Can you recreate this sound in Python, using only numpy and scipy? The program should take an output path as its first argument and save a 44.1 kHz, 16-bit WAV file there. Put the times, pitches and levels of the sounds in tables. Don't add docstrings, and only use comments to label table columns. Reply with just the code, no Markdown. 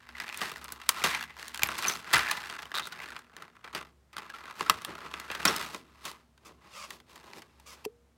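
import sys
import numpy as np
from scipy import signal
from scipy.fft import rfft, irfft, next_fast_len
from scipy.io import wavfile
from scipy.ndimage import uniform_filter1d

SR = 44100
rng = np.random.default_rng(int(sys.argv[2]) if len(sys.argv) > 2 else 0)


def bounce(signal):
    frames = np.transpose(np.atleast_2d(signal))
    limited = np.clip(frames, -1, 1)
    pcm = np.round(limited * 32767).astype(np.int16)
    wavfile.write(sys.argv[1], SR, pcm)


N = 360341
TIME = np.arange(N) / SR
BANDS = np.geomspace(90, 15000, 16)

# time in seconds, pitch in Hz.
HOLLOW_NOTE = [(.45, 1810), (.7, 1110), (1.05, 1310), (1.15, 2160), (1.9, 1310), (2.3, 1780), (2.8, 1300),
               (3.02, 1640), (3.6, 1260), (5.1, 1230), (5.35, 1520), (5.5, 1222), (7.3, 940)]


def amp(db):
    return 10 ** (np.asarray(db) / 20)


def unit(x):
    return x / np.sqrt(np.mean(x ** 2) + 1e-30)


def read(points, hz):
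    f, value = np.transpose(points)
    return np.interp(np.log(hz + 1), np.log(f + 1), value)


def curves(rows):
    s, *columns = np.transpose(rows)
    return [np.interp(TIME, s, column) for column in columns]


def add(mix, s, sound):
    part = mix[max(round(s * SR), 0):][:len(sound)]
    part += sound[:len(part)]


def shares(centres, hz):
    return np.array([read(np.c_[centres, peak], hz) for peak in np.eye(len(centres))])


def coloured(x, spectrum):
    padded = next_fast_len(N)
    gain = amp(read(spectrum, np.fft.rfftfreq(padded, 1 / SR)))
    return irfft(rfft(x, padded) * gain, padded)[:N]


def resonate(x, hz, width):
    r = np.exp(-np.pi * width / SR)
    return 2 * signal.lfilter([1 - r], [1, -r * np.exp(2j * np.pi * hz / SR)], x).real


def swell(t, s, rise_s, hold_s, release_s):
    fall_db, shape = 22.5, 1.218
    away = np.maximum((s - t) / rise_s, (t - s - hold_s) / release_s)
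    return -fall_db * np.clip(away, 0, 8) ** shape


def background():
    # resonance in Hz, width of each of two passes in Hz, level in dB.
    hum = [(67.5, 4.9, -67.5), (238, 11, -74)]
    # time in seconds, gain in dB.
    drone_level = [(0, 7), (1, 6.5), (2.6, 0.5), (3.2, -1), (4.2, -1), (5.5, 4.5), (6.4, -2.5), (7.4, 0),
                   (8.17, -3.5)]
    # frequency in Hz, relative density in dB per Hz.
    air_colour = [(25, -23), (60, -2.5), (130, -3.5), (250, -11.5), (500, -14), (1000, -18), (3200, -26.5),
                  (8000, -31), (16000, -39.5)]
    air_db = -69
    drone = np.zeros(N)
    for hz, width, db in hum:
        narrow = resonate(resonate(rng.standard_normal(N), hz, width), hz, width)
        drone += amp(db) * unit(narrow)
    air = unit(coloured(rng.standard_normal(N), air_colour))
    return drone * amp(curves(drone_level)[0]) + amp(air_db) * air


def band_gains(thump_db, crack_db, fizz_db):
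    # frequency in Hz, relative density in dB per Hz.
    sheet_colour = [(35, -41), (60, -12), (91, -13.5), (268, -10), (354, -8), (398, -8), (593, -11),
                    (1110, 1.5), (1280, -1), (2520, -4), (3190, -2.5), (5330, -9.5), (6430, -10.5),
                    (9350, -16), (16000, -17.5)]
    # thump, body (two points), crack and fizz, in Hz.
    tint_hz = [450, 1000, 2000, 4000, 10000]
    body_db = np.zeros_like(thump_db)
    tints = np.array([thump_db, body_db, body_db, crack_db, fizz_db])
    level_db = shares(tint_hz, BANDS).T @ tints + read(sheet_colour, BANDS)[:, None]
    gain = amp(level_db) * np.sqrt(np.gradient(BANDS))[:, None]
    return gain / np.linalg.norm(gain, axis=0)


def buckles(ring_s, damping=0.6, rise_cycles=0.68, rise_share=0.086, after_db=-29, after_s=0.012, size=2048):
    t, hz, ring_s = np.arange(size) / SR, BANDS[:, None], ring_s[:, None, None]
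    split = np.sqrt(shares(BANDS, np.fft.rfftfreq(size, 1 / SR)))
    noise = rng.standard_normal((len(ring_s), len(BANDS), size))
    modes = irfft(rfft(noise) * split)
    life = ring_s * (np.maximum(hz, 700) / 2500) ** -damping
    rise = 1 - np.exp(-(t / (rise_cycles / hz + rise_share * ring_s)) ** 2)
    decay = np.exp(-t / life) + amp(after_db) * np.exp(-t / after_s)
    burst = modes * rise * decay
    return burst / np.linalg.norm(burst, axis=2, keepdims=True)


def flexing(size=32):
    # peak in seconds, crinkle level in dB,
    # build-up in seconds, relaxing in seconds, thump in dB, brightness in dB.
    pushes = [(0.21, -41.5, 0.097, 0.23, -1, -7), (0.432, -34.5, 0.12, 0.17, 2.5, -1.5),
              (0.64, -47, 0.13, 0.37, 4, -3.5), (0.99, -37, 0.18, .12, -1, -3.5),
              (1.048, -27, 0.013, 0.18, 0, 0.5), (1.15, -34, 0.17, 0.12, -11, -9.5),
              (1.305, -47.5, 0.043, 0.045, -7, -13), (1.39, -41.5, 0.02, 0.25, 2, -1),
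              (1.69, -34.5, 0.16, 0.16, 1.5, -5.5), (1.891, -29, 0.21, 0.13, 2.5, 1.5),
              (2.12, -38.5, 0.15, .1, 2, -7), (2.155, -23.5, 0.018, 0.15, -5, -6),
              (2.29, -34, .06, 0.38, -1.5, -5.5), (2.52, -42, 0.045, .21, 3, -7),
              (2.755, -36.5, 0.024, 0.12, 3.5, -12), (2.881, -42, 0.085, 0.023, 8, 3),
              (3.04, -43, 0.23, 0.12, 4, -6.5), (3.125, -46.5, 0.064, .16, 3, -8),
              (3.422, -50, 0.19, 0.14, 7, -10.5), (3.555, -57, 0.011, 0.12, -4, -11),
              (3.654, -44.5, 0.029, 0.093, 1.5, -11.5), (3.761, -36, 0.036, 0.11, 5, -6.5),
              (4.185, -45.5, 0.057, 0.23, 3, -10), (4.35, -47, .03, 0.16, 2, -7),
              (4.5, -46, 0.23, 0.072, 2, -10), (4.62, -39, 0.088, 0.059, 6, -2),
              (4.71, -42, 0.17, 0.27, -0.5, -5.5), (4.891, -39.5, 0.038, 0.12, 14, -9),
              (5.06, -43, 0.13, 0.052, 9, -9), (5.14, -45.5, 0.18, 0.68, 3.5, -7),
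              (5.32, -42.5, 0.054, .15, 4, -6), (5.409, -37, 0.048, .16, 6, -5),
              (5.458, -26, 0.014, .18, 4.5, -2.5), (5.6, -34.5, 0.089, .17, 3.5, -0.5),
              (5.746, -43.5, 0.083, 0.079, 15, 3), (6.081, -38.5, 0.066, 0.06, 5.5, 4),
              (6.14, -55, 0.52, 0.13, 7.5, -3.5), (6.496, -52.5, 0.11, 0.089, 18, -3.5),
              (6.66, -55.5, 0.1, 0.17, 8.5, -6), (6.933, -48, .13, 0.076, 11.5, 4),
              (7.099, -54.5, 0.037, 0.3, 12, 2), (7.28, -52.5, 0.25, 0.31, 10.5, -3.5),
              (7.383, -44, 0.068, 0.032, 18, 3), (7.8, -57.5, 0.43, 0.11, 11.5, -1)]
    # start in seconds, end in seconds.
    held_spans = [(0, 3.18), (4.16, 5.8)]
    held_db = -58
    t = TIME[::size]
    power = np.array([amp(db + swell(t, s, build_s, 0, relax_s)) ** 2
                      for s, db, build_s, relax_s, *_ in pushes])
    thump_db, bright_db = np.transpose(pushes)[-2:] @ power / power.sum(0)
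    holding = sum(1. * (t >= start) * (t < end) for start, end in held_spans)
    held = uniform_filter1d(holding, size=60) * amp(held_db) ** 2
    return t, 10 * np.log10(power.sum(0) + abs(held)), thump_db, bright_db


def crinkle(flex, creases_per_s=750, ring_s=0.0024, thinning=.45, count=20):
    # time in seconds, spread in dB.
    grain = [(0, 5), (.43, 2), (.7, 5), (1.08, 2), (1.45, 4.5), (2.2, 3.5), (3.8, 5), (4.9, 3), (5.6, 3),
             (6.9, 2), (7.2, 3.5), (7.7, 0.4)]
    crack_tint_db, crack_share = 1.1, 0.73
    spread_db, = curves(grain)
    rate = creases_per_s * np.exp(thinning * (3.5 - spread_db))
    sizes = amp(spread_db * np.minimum(rng.exponential(1, N), 4))
    clicks = sizes * (rng.random(N) < rate / SR)
    energy = uniform_filter1d(uniform_filter1d(clicks ** 2, size=1500), size=900)
    clicks /= np.sqrt(abs(energy) + 1e-6)
    choice, padded = rng.integers(0, count, N), next_fast_len(N)
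    grains = (buckles(np.full(count, ring_s)) * np.sqrt(np.gradient(BANDS))[:, None]).sum(1)
    creases = sum(signal.oaconvolve(clicks * (choice == k), g)[:N] for k, g in enumerate(grains))
    texture = rfft(creases, padded)
    s, level_db, thump_db, bright_db = flex
    gains = band_gains(thump_db, crack_tint_db + crack_share * bright_db, bright_db)
    band_db = 20 * np.log10(gains) + level_db
    out = np.zeros(N)
    for band, db in zip(shares(BANDS, np.fft.rfftfreq(padded, 1 / SR)), band_db):
        out += unit(irfft(texture * band, padded)[:N]) * amp(np.interp(TIME, s, db))
    return np.sqrt(2 / 3) * out


def hollow(x, width_hz=400, ring_db=-2.5, direct_db=-2.5):
    hz, = curves(HOLLOW_NOTE)
    turn, r = np.exp(2j * np.pi * np.cumsum(hz) / SR), np.exp(-np.pi * width_hz / SR)
    ring = 2 * (turn * signal.lfilter([1 - r], [1, -r], x / turn)).real
    return amp(direct_db) * x + amp(ring_db) * ring


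def snaps(rows, pocket_life=0.79, size=2048):
    crack_tint_db, crack_share = 0.5, 0.4
    s, level_db, thump_db, bright_db, ring_s, pocket_hz, share = np.transpose(rows)
    share, t = np.clip(share, 0, .9)[:, None], np.arange(size) / SR
    thump_db = np.minimum(thump_db, 10)
    gains = band_gains(thump_db, crack_tint_db + crack_share * bright_db, bright_db)
    burst = np.einsum("be,ebt->et", gains, buckles(ring_s))
    life = pocket_life * ring_s[:, None]
    envelope = np.exp(-t / life) * (1 - np.exp(-t / (0.45 * life)))
    ring = np.sin(2 * np.pi * pocket_hz[:, None] * t) * envelope
    ring /= np.linalg.norm(ring, axis=1, keepdims=True)
    pops = np.sqrt(1 - share) * burst + np.sqrt(share) * ring
    span = np.sqrt(.005 * SR)
    out = np.zeros(N)
    for start, db, pop in zip(s, level_db, pops):
        add(out, start, amp(db) * span * pop)
    return out


def ticks(flex, count=160):
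    per_s, from_db = 6, -56
    over_db, limit_db, scatter_db = 6, -40, 1.4
    bright_over_db, ring_s, pocket_share, detune = 6.5, 0.0027, 0.43, .14
    t, level_db, thump_db, bright_db = flex
    s, chance = np.cumsum(rng.exponential(1, count)) / per_s, rng.standard_normal((count, 3))
    s = s[np.interp(s, t, level_db, right=-np.inf) > from_db]
    loud, bright, pitch = chance[:len(s)].T
    level = np.minimum(np.interp(s, t, level_db) + over_db, limit_db) + scatter_db * loud
    thump = np.interp(s, t, thump_db)
    brightness = np.interp(s, t, bright_db) + bright_over_db + 2 * scatter_db * bright
    hz = np.interp(s, *np.transpose(HOLLOW_NOTE)) * np.exp(detune * pitch)
    return np.c_[s, level, thump, brightness, np.full(len(s), ring_s), hz, np.full(len(s), pocket_share)]


def tray(x, trim_db=-1):
    # frequency in Hz, width in Hz, gain against the direct sound in dB.
    shell_modes = [(1120, 90, -11), (1330, 19, -16.5), (1600, 72, -15), (2020, 110, -15.5),
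                   (2720, 38, -5.5), (3440, 32, -14.5), (5000, 60, -14), (6300, 34, -17.5)]
    ringing = sum(amp(db) * resonate(x, hz, width) for hz, width, db in shell_modes)
    return amp(trim_db) * (x + ringing)


def squeaks(jitter=0.3):
    # start in seconds, length in seconds, slips per second, ring in Hz, width in Hz, level in dB.
    rim_slips = [(1.872, 0.032, 450, 6300, 250, -42), (1.915, 0.026, 340, 6000, 250, -45.5),
                 (2.179, .003, 710, 10640, 200, -38), (2.748, 0.049, 125, 3810, 282, -37),
                 (2.823, .045, 200, 3760, 220, -45.5), (2.921, .016, 300, 3860, 250, -50.5),
                 (3.018, 0.022, 310, 2470, 500, -48.5), (5.481, 0.01, 590, 5700, 300, -37)]
    out = np.zeros(N)
    for s, length, rate, hz, width, db in rim_slips:
        n = int(length * SR)
        slips = np.cumsum(np.exp(jitter * rng.standard_normal(64))) * SR / rate
        at = (slips - slips[0]).astype(int)
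        drive = np.zeros(n + SR // 100)
        drive[at[at < n]] = 1
        add(out, s, amp(db) * unit(resonate(drive, hz, width)))
    return out


def knock():
    # start in seconds, mode in Hz, level before the rise in dB, t60 in seconds, rise in seconds.
    blow_modes = [(2.146, 63, -40, 0.33, 0.012), (2.146, 127, -29, 0.094, .004),
                  (7.859, 429, -23, 0.071, 0.0035), (7.859, 474, -54.5, 0.65, 0.0087),
                  (7.86, 250, -30, 0.021, 0.0017), (7.857, 733, -35, .025, 0.0026)]
    out, t = np.zeros(N), np.arange(SR // 3) / SR
    for s, hz, db, t60, rise in blow_modes:
        envelope = amp(db - 60 * t / t60) * (1 - np.exp(-(t / rise) ** 2))
        add(out, s, envelope * np.sin(2 * np.pi * hz * t))
    return out


def slide(echo=0.37, grit_db=2, fizz_hz=7000, count=3):
    # time of reaching full level in seconds, hold at full level in seconds,
    # rise before it in seconds, level in dB, echo delay between lid and table at that time in ms, extra fizz in dB.
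    lid_slides = [(6.451, 0.021, 0.0038, -55, 0.75, 2), (6.767, 0.082, .08, -45, 1.55, -24),
                  (7.665, .075, 0.008, -53, 1.7, 3)]
    # frequency in Hz, relative density in dB per Hz.
    friction_colour = [(120, -45.5), (200, -5), (316, -30.5), (519, -4), (722, -11), (1160, 3.5),
                       (1770, -11.5), (2250, -2.5), (4200, -11), (4860, -6), (16000, -28)]
    release_s, delay_ms_per_s = 0.036, 3.5
    grit = unit(uniform_filter1d(rng.standard_normal(N), size=64))
    rub = unit(coloured(rng.standard_normal(N) * amp(grit_db * grit), friction_colour))
    fizz = signal.sosfiltfilt(signal.butter(1, fizz_hz, "high", fs=SR, output="sos"), rub)
    bounces, out = echo ** np.arange(count + 1), np.zeros(N)
    for s, hold_s, rise_s, level_db, echo_ms, fizz_db in lid_slides:
        delay_s = (echo_ms + delay_ms_per_s * (TIME - s)) / 1000
        hiss = rub + amp(fizz_db) * fizz
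        combed = sum(g * np.interp(TIME - k * delay_s, TIME, hiss) for k, g in enumerate(bounces))
        out += combed * amp(level_db + swell(TIME, s, rise_s, hold_s, release_s))
    return out / np.linalg.norm(bounces)


def click():
    # time in seconds, level in dB.
    scuff_level = [(7.838, -89), (7.844, -50.5), (7.849, -48), (7.8528, -28), (7.855, -54), (7.858, -41),
                   (7.86, -90)]
    # frequency in Hz, relative density in dB per Hz.
    scuff_colour = [(200, -29), (600, -6), (1000, 9), (1400, -21), (2000, -7), (2750, 4.5), (3600, -12),
                    (5000, -4), (8000, -14), (13000, -9), (16000, -22)]
    level_db, = curves(scuff_level)
    sounding = (TIME > scuff_level[0][0]) * (TIME < scuff_level[-1][0])
    return unit(coloured(rng.standard_normal(N), scuff_colour)) * amp(level_db) * sounding


def room(x, wet_db=-14.0, gap_s=0.00067):
    # frequency in Hz, t60 in seconds.
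    decay_times = [(150, 0.9), (1000, 0.13), (4000, 0.1), (15000, 0.12)]
    hz, t, z = signal.stft(rng.standard_normal(SR // 2), SR, nperseg=256)
    decay = amp(-60 * t / read(decay_times, hz)[:, None])
    tail = signal.istft(z * decay, SR, nperseg=256)[1]
    tail *= 1 - np.exp(-(np.arange(len(tail)) / SR / gap_s) ** 2)
    return x + amp(wet_db) * signal.oaconvolve(x, tail / np.linalg.norm(tail))[:N]


def scene():
    # start in seconds, level over 5 ms in dB, thump in dB, brightness in dB,
    # ring time in seconds, pitch of the pocket that pops in Hz, the pocket's share of the energy (0-1).
    sheet_snaps = [(0.0892, -42.5, -3, -11, 0.0048, 1510, 0.1), (0.1523, -41, -13, -16, .0024, 2020, .75),
                   (0.1819, -40, -11, -6, .0053, 1570, 0.3), (0.2004, -31, -23, -4, .0028, 1980, 0.25),
                   (0.2797, -38, -14, -5, 0.0024, 2400, 0.2), (0.2904, -37, -4, -3, 0.0015, 1490, 0.2),
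                   (0.2981, -38, -11, -6, 0.00077, 2570, 0.75), (0.3261, -36, -7, -2, 0.0017, 2430, 0.65),
                   (0.3433, -36, -12, 3, 0.0047, 2480, 0.5), (0.3738, -36.5, -6, 19, 0.0027, 8950, 0.24),
                   (0.4149, -26, 3, -4, 0.0047, 1180, .25), (0.5164, -37, 10, 4, .0037, 1230, 0.35),
                   (0.5599, -38, -15, -6, 0.0014, 1870, 0.66), (0.6425, -40, 10, 24, 0.0026, 1250, 0.1),
                   (0.7214, -32.5, 13, 23, .0038, 1490, 0.17), (0.815, -40, -18, -7, 0.0058, 2070, 0.07),
                   (0.8906, -14, -9.5, 11.5, 0.0031, 1560, 0.03), (1.0189, -32, 9, -6, 0.0018, 2300, 0.7),
                   (1.0388, -21.5, 0, 1, 0.0023, 1360, 0), (1.0414, -18.5, 7, -0.5, 0.0098, 1167, 0.13),
                   (1.1478, -25, -13, -6, 0.0035, 2350, 0.52), (1.2086, -32.5, -19, -1, 0.0049, 1690, 0.5),
                   (1.2257, -33.5, -14, 0, 0.0041, 2760, 0.37), (1.238, -36, -18.5, -0.5, .0029, 1670, 0.6),
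                   (1.3668, -43.5, -7, -6.5, 0.003, 1030, 0.3), (1.481, -38.5, -12, 14, 0.0029, 3960, .1),
                   (1.5447, -33, -15, 6, 0.0031, 2810, 0.06), (1.5568, -38, -3.5, 2, .0054, 1500, 0.4),
                   (1.5753, -36.5, -12, 8, .0016, 3000, 0.2), (1.6202, -29, -5, -5, 0.0041, 2470, 0.35),
                   (1.6334, -17, 6.5, 12.5, 0.0015, 2350, 0.51), (1.6721, -37, -1, 38, .0016, 11400, 0.3),
                   (1.7804, -29, 5, 5, 0.026, 1063, .03), (1.8345, -37, -12, -11, 0.0019, 1170, .2),
                   (1.8499, -24.5, 4, -27, 0.0042, 2440, 0.55), (1.8816, -21, 12, 22, 0.0045, 6050, .83),
                   (2.13, -26.5, -1, 7, 0.0017, 1380, .32), (2.1332, -15.5, 3.5, 0, 0.0084, 1780, 0.22),
                   (2.1358, -16.5, -17, -3, 0.012, 2017, 0.34),
                   (2.1438, -15.5, -23, -6.5, 0.0023, 1480, 0.2), (2.1593, -25, 5, -1, 0.015, 1410, .32),
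                   (2.176, -31, -4, 4, .0063, 1600, .8), (2.1917, -26, -14, -12, .0033, 1550, .46),
                   (2.2471, -34, -9, -19, 0.0031, 1770, 0.3), (2.2617, -30, -13, -11, 0.0011, 1760, 1),
                   (2.2704, -32, -7, -12, 0.0017, 1660, 0.9), (2.2786, -32.5, -12, -9, .0015, 2370, 1),
                   (2.2959, -28, -9, -3, .0049, 1730, 1), (2.3116, -22.5, -4, 6, 0.0065, 1200, 0.12),
                   (2.4978, -35, 0, -3, 0.0051, 3200, 0.16), (2.589, -36, -20, -10, .0038, 1710, 0.25),
                   (2.6286, -38.5, 3, -7, 0.0034, 1360, 0), (2.6548, -41, 8, -1, .0023, 3030, 0.57),
                   (2.717, -37, 4, -8, .002, 1720, 0.5), (2.7411, -32, -5, -8, .0032, 1170, .5),
                   (2.7529, -32.5, -11, 1, .0026, 1220, 0.54), (2.7747, -32, -12, 5, .0012, 1520, .5),
                   (2.7832, -29, -8, 2, 0.0012, 1400, 0.54), (2.7951, -29, -4, -3, 0.0076, 1290, 0.2),
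                   (2.9222, -34.5, -9, -4, .0094, 1450, 0.43), (3.0013, -39, -4, -13, .002, 2120, 0.7),
                   (3.1037, -39, 6, 4, .0039, 1430, 0.75), (3.1637, -36, -11, -12.5, 0.0039, 1370, 0.1),
                   (3.3658, -41, 5, 0, 0.0026, 1780, 0.44), (3.4222, -38.5, -5, -3, 0.0025, 1360, 0.72),
                   (3.6437, -39.5, 1, -14, 0.004, 1270, 0.3), (3.7489, -28.5, 6.5, -1, .0039, 4680, .23),
                   (4.129, -46, 2, -5, .013, 1250, .25), (4.1668, -35.5, 3, -1, 0.0017, 1390, 0.4),
                   (4.1842, -40, 6.5, 3.5, .0037, 1250, 0), (4.2994, -38, 3, -3, 0.0056, 1640, 0.72),
                   (4.338, -37, -10, -6, 0.0077, 1346, 0.9), (4.3863, -44, -3.5, -5, .0035, 1220, 0.85),
                   (4.6077, -25, 8, -9.5, 0.0033, 1030, 0.46), (4.662, -33.5, 6, -6, 0.0079, 1350, 0.6),
                   (4.6969, -12, -0.5, 2, 0.0038, 1243, .43), (4.8182, -42, 10, 9, .0039, 1170, 0.3),
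                   (4.8481, -29.5, -20, 6, 0.0023, 1800, 0.15), (4.9811, -42.5, 0, 0, 0.003, 1420, 0.83),
                   (5.1391, -33.5, 1.5, -11, 0.0026, 2610, 0.16), (5.1985, -38, 3, 6, .0036, 1150, 0.05),
                   (5.3009, -31, 9, -16, 0.0037, 2520, 0.1), (5.314, -33, -18, -2, 0.007, 2670, 0.24),
                   (5.3483, -30, -1, -5.5, .0085, 1606, .1), (5.4525, -15, 9, 9, .0069, 1415, 0.18),
                   (5.4787, -19.5, -14, -24, .0023, 5520, 0.88), (5.4825, -21.5, 11, -4, 0.01, 1600, 0.04),
                   (5.5627, -29.5, -8, 16, .0046, 5240, .13), (5.7457, -31, 5, -5, 0.0034, 1080, .14),
                   (6.0514, -31.5, 7, 3.5, .013, 1090, 0.02), (6.377, -56.5, 4.5, -1, .0033, 1565, 0.33),
                   (6.9051, -37, -7, 5.5, .0039, 1925, 0.23), (7.001, -51.5, 10, -1, .0039, 1120, 0),
                   (7.1573, -46, -9, 2, 0.0072, 1870, 0.13), (7.1777, -51, 10, 0, .0024, 1050, .26),
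                   (7.3336, -43, -12, -12, 0.0013, 1120, 0), (7.4192, -45.5, -3, 0, 0.0066, 1170, 0),
                   (7.5983, -53, -4, 6, .0049, 908, 0.3)]
    flex = flexing()
    sheet = hollow(crinkle(flex)) + snaps(sheet_snaps) + snaps(ticks(flex))
    rubbing = squeaks() + slide()
    close_by = knock() + click()
    return (room(tray(sheet) + rubbing) + close_by + background())[None]


def record(dry, low_cut_hz=52, edge_hz=16100):
    thin = signal.sosfilt(signal.butter(3, low_cut_hz, "high", fs=SR, output="sos"), dry)
    band_limit = signal.firwin(255, edge_hz, window=("kaiser", 9), fs=SR)
    return signal.oaconvolve(thin, band_limit[None], "same")


dry = scene()
out = record(dry)
bounce(out)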